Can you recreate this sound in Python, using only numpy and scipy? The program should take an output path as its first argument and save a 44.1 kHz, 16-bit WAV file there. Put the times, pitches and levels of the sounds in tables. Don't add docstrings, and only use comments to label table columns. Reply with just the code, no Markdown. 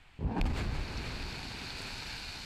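import sys
import numpy as np
from scipy.fft import rfft, irfft, next_fast_len
from scipy.io import wavfile
from scipy.ndimage import map_coordinates

SR = 44100
rng = np.random.default_rng(int(sys.argv[2]) if len(sys.argv) > 2 else 0)


def bounce(signal):
    frames = np.transpose(np.atleast_2d(signal))
    limited = np.clip(frames, -1, 1)
    pcm = np.round(limited * 32767).astype(np.int16)
    wavfile.write(sys.argv[1], SR, pcm)


N = 108045
FFT_LENGTH = 2 * next_fast_len(N // 2 + 8192, real=True)


# (start [s], level before attack and decay [dB], pitch [Hz], T60 [s])
PRESSURE_WAVES = [(0.4024, -3.5, 38.7, 0.11), (0.521, -4.5, 38, 0.049), (0.663, -17.5, 49, .13),
                  (0.739, -23, 28.2, 0.29), (0.954, -18, 55, 0.11), (1.07, -24, 36, 0.12),
                  (1.14, -30, 52, .1)]
WAVE_ATTACK_S = 0.021
CRACK_S, CRACK_LENGTH_S, CRACK_HZ, CRACK_DB = 0.413, 0.00202, 2514, -18.5
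CRACK_SAG = 0.14
CRACK_NOISE = 0.46


def air_blast():
    t = clock()
    swings = np.zeros(N)
    for start, db, hz, t60 in PRESSURE_WAVES:
        age = np.maximum(t - start, 0)
        attack = 1 - np.exp(-age / WAVE_ATTACK_S)
        swings += amp(db) * np.sin(2 * np.pi * hz * age) * fade(age, t60) * attack

    age = t - CRACK_S
    progress = np.clip(age / CRACK_LENGTH_S, 0, 1)
    ring = np.sin(2 * np.pi * CRACK_HZ * age * (1 + CRACK_SAG * (1 - progress)))
    hiss = noise([(1000, -10), (2500, -6), (4000, 1.5), (5500, -7), (9000, -26), (15000, -26)])
    envelope = np.sqrt(np.abs(np.sin(np.pi * progress)))
    crack = amp(CRACK_DB) * envelope * (ring + CRACK_NOISE * hiss)
    return swings + crack


FIRST_CHARGE_S, CHARGE_DELAY_S, CHARGE_COUNT = 0.19, 0.019, 9
CHARGE_PEAK_S, CHARGE_SPREAD_S = 0.24, 0.047
CHARGE_DB, CHARGE_T60_S = -28.5, 0.12
# (frequency [Hz], relative level [dB])
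GROUND_COLOUR = [(20, -20.5), (55, 5), (120, 1), (190, -1), (290, -11), (420, -15), (580, -25.5),
                 (850, -37), (1100, -34), (1600, -50), (4000, -68)]


def charges():
    t = clock()
    pulses = np.zeros(N)
    scatter = np.zeros(N)
    for start in FIRST_CHARGE_S + CHARGE_DELAY_S * np.arange(CHARGE_COUNT):
        size = np.exp(-((start - CHARGE_PEAK_S) / CHARGE_SPREAD_S) ** 2)
        pulses[round(start * SR)] = size
        scatter += size * fade(t - start, CHARGE_T60_S)
    echoes = unit(scatter * rng.standard_normal(N))
    thumps = colour(unit(pulses) + 1.2 * echoes, GROUND_COLOUR)
    spread_share = CHARGE_SPREAD_S * SR / N
    return amp(CHARGE_DB) * unit(thumps) * np.sqrt(spread_share)


# (time [s], level [dB])
TEAR_LEVEL = [(.17, -80), (.205, -48.5), (.27, -44), (.335, -37), (.36, -37), (.388, -26.5), (.41, -36),
              (.46, -33.5), (.51, -52), (.7, -62)]
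# (frequency [Hz], relative level [dB])
TEAR_COLOUR = [(20, -13.5), (140, -7.5), (200, 2), (250, 3), (350, -9.5), (450, -8.5), (600, -16.5),
               (760, -8.5), (950, -10), (1100, -19.5), (1300, -29.5), (1600, -22), (2000, -34.5),
               (2400, -26.5), (3200, -41.5), (4300, -40), (15000, -74)]


def tearing():
    return level(TEAR_LEVEL) * impacts(TEAR_COLOUR, per_s=900, spread_db=2.5, blur=0.67)


# (peak time [s], level [dB], rise time constant [s], T60 [s])
BURSTS = [(.388, -51.5, 0.025, 0.084), (0.464, -40, 0.017, 0.1), (.508, -47.5, .012, 0.092),
          (.585, -38, 0.029, 0.32), (.755, -45.5, 0.026, 0.32), (1.06, -46.5, 0.029, 0.22)]
# (frequency [Hz], relative level [dB])
BURST_COLOUR = [(150, -13), (400, 5.5), (900, -3), (1250, -2.5), (1700, -1.5), (2100, -1), (2550, 0.5),
                (3200, -7.5), (4500, -8), (5500, -15), (7500, -7.5), (10000, -19), (15000, -27)]


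def bursts():
    t = clock()
    power = np.zeros(N)
    for peak, db, rise, t60 in BURSTS:
        swell = np.exp(-np.abs(t - peak) / rise)
        surge = np.where(t < peak, swell, fade(t - peak, t60))
        power += (amp(db) * surge) ** 2
    return np.sqrt(power) * impacts(BURST_COLOUR, per_s=2500, spread_db=4, blur=0.75)


# (time [s], level [dB])
RUMBLE_LEVEL = [(.36, -81), (.41, -28), (.49, -33.5), (.59, -36), (.78, -36), (.88, -40.5), (1.16, -41.5),
                (1.3, -46.5), (1.6, -50.5), (2.1, -52), (2.45, -51)]
BLOCK_LEVEL = [(.38, -81), (.45, -45.5), (.6, -44.5), (.8, -45), (1.1, -46.5), (1.35, -49.5), (1.85, -51.5),
               (2.45, -58.5)]
STONE_LEVEL = [(.3, -78), (.5, -58.5), (.8, -50.5), (1.05, -49), (1.4, -49), (1.8, -48), (2.13, -47.5),
               (2.3, -50), (2.45, -50.5)]
GRAVEL_LEVEL = [(.3, -76.5), (.55, -55.5), (.75, -53.5), (1, -50), (1.4, -48), (1.8, -46), (2.1, -45),
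                (2.45, -47)]
# (frequency [Hz], relative level [dB])
RUMBLE_COLOUR = [(12, -17.5), (22, 2), (32, 4), (45, -1), (62, 0.5), (80, -5), (105, -5), (150, -12.5),
                 (250, -18), (400, -29.5), (900, -61)]
BLOCK_COLOUR = [(40, -16), (100, 1), (200, 0.5), (310, -3.5), (400, -5.5), (560, -11), (850, -10),
                (1200, -13.5), (2000, -19.5), (5000, -46)]
STONE_COLOUR = [(300, -23), (600, -9), (900, -1.5), (1150, -10), (1550, 0.5), (1800, -4), (2100, -3.5),
                (2450, 3), (2800, -6.5), (3250, -8), (4300, -11), (6000, -20), (12000, -49)]
GRAVEL_COLOUR = [(1000, -37.5), (2050, -16), (2450, -8), (2900, -6), (3300, -15), (3700, -3), (4000, -6),
                 (4250, 1), (4650, -2), (5000, -7.5), (5900, -10.5), (7800, -8), (8800, -15), (10000, -16),
                 (12000, -17.5), (13500, -27.5), (15500, -33)]


def rockfall():
    rumble = level(RUMBLE_LEVEL) * impacts(RUMBLE_COLOUR, per_s=300, spread_db=2, blur=0.89)
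    blocks = level(BLOCK_LEVEL) * impacts(BLOCK_COLOUR, per_s=400, spread_db=0.5, blur=0.7)
    stones = level(STONE_LEVEL) * impacts(STONE_COLOUR, per_s=900, spread_db=3, blur=1.0)
    gravel = level(GRAVEL_LEVEL) * impacts(GRAVEL_COLOUR, per_s=2200, spread_db=2, blur=1.0)
    stones *= amp(0.59 * wobble(30.4))
    gravel *= amp(0.35 * wobble(45))
    return rumble + blocks + stones + gravel


# (time [s], level at the strike [dB], pitch [Hz], T60 [s])
CLICKS = [(.8796, -45, 4400, .015), (.9739, -34.5, 4580, 0.021), (1.228, -41, 4430, 0.013),
          (1.328, -44, 4530, .015), (1.554, -42, 2480, 0.042), (1.7043, -37.5, 4200, .015),
          (1.819, -43, 8800, 0.036), (2.0542, -43, 4530, 0.017), (2.198, -51, 9100, .025)]
CLICK_WIDTH = 0.18


def clicks():
    out = np.zeros(N)
    for start, db, hz, t60 in CLICKS:
        below, above = hz * (1 - 2 * CLICK_WIDTH), hz * (1 + 2 * CLICK_WIDTH)
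        ring = noise([(hz / 4, -35), (below, -12), (hz, 0), (above, -12), (hz * 2, -35)])
        out += amp(db) * fade(clock() - start, t60) * ring
    return out


YARD_DB, BREEZE_DB = -64, -61.5
# (frequency [Hz], relative level [dB])
YARD_COLOUR = [(100, -4), (300, -5), (500, -10.5), (750, -2.5), (1200, -6.5), (2000, -2), (2600, 0),
               (3400, -7.5), (4600, -15.5), (5500, -22), (8000, -12), (10000, -23.5), (15000, -28)]


def yard():
    hiss = amp(YARD_DB) * noise(YARD_COLOUR)
    breeze = amp(BREEZE_DB) * noise([(20, 0), (90, -5.5), (190, -25.5), (600, -52)])
    return hiss + breeze


def scene():
    return (air_blast() + charges() + tearing() + bursts() + rockfall() + clicks() + yard())[None]


OVERLOAD_DB, OVERLOAD_HARDNESS = -27, 6.5
TOP_HZ = 15600
# (frequency [Hz], gain [dB])
MICROPHONE = [(20, 1.5), (150, 1.5), (400, 1.5), (4800, 1), (7500, -7.5), (15000, -7.5)]


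def record(dry):
    overload = np.abs(dry[0] / amp(OVERLOAD_DB))
    choked = dry[0] / (1 + overload ** OVERLOAD_HARDNESS) ** (1 / OVERLOAD_HARDNESS)
    spectrum = rfft(colour(choked, MICROPHONE), FFT_LENGTH)
    passband = np.fft.rfftfreq(FFT_LENGTH, 1 / SR) < TOP_HZ
    return irfft(spectrum * passband, FFT_LENGTH)[None, :N]


def impacts(points, per_s, spread_db, blur):
    struck = rng.random(N) < per_s / SR
    sign = np.sign(rng.standard_normal(N))
    size = amp(spread_db * np.clip(rng.standard_normal(N), -2, 2))
    wash = blur * rng.standard_normal(N)
    return unit(colour(unit(struck * sign * size) + wash, points))


def noise(points):
    return unit(colour(rng.standard_normal(N), points))


def colour(x, points):
    hz, db = np.transpose(points)
    bins_hz = np.fft.rfftfreq(FFT_LENGTH, 1 / SR)
    gain_db = np.interp(np.log(bins_hz + 1), np.log(hz + 1), db)
    cepstrum = irfft(np.log(amp(gain_db)), FFT_LENGTH)
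    cepstrum[1:FFT_LENGTH // 2] *= 2
    cepstrum[FFT_LENGTH // 2 + 1:] = 0
    response = np.exp(rfft(cepstrum))
    return irfft(rfft(x, FFT_LENGTH) * response, FFT_LENGTH)[:N]


def wobble(rate):
    return map_coordinates(rng.standard_normal(1024), [clock() * rate], mode="wrap")


def fade(age, t60):
    return (age >= 0) * np.exp(-np.log(1000) * np.maximum(age, 0) / t60)


def level(rows):
    return amp(np.interp(clock(), *np.transpose(rows)))


def amp(db):
    return 10 ** (np.asarray(db) / 20)


def unit(x):
    return x / np.sqrt(np.mean(x ** 2) + 1e-20)


def clock():
    return np.arange(N) / SR


dry = scene()
out = record(dry)
bounce(out)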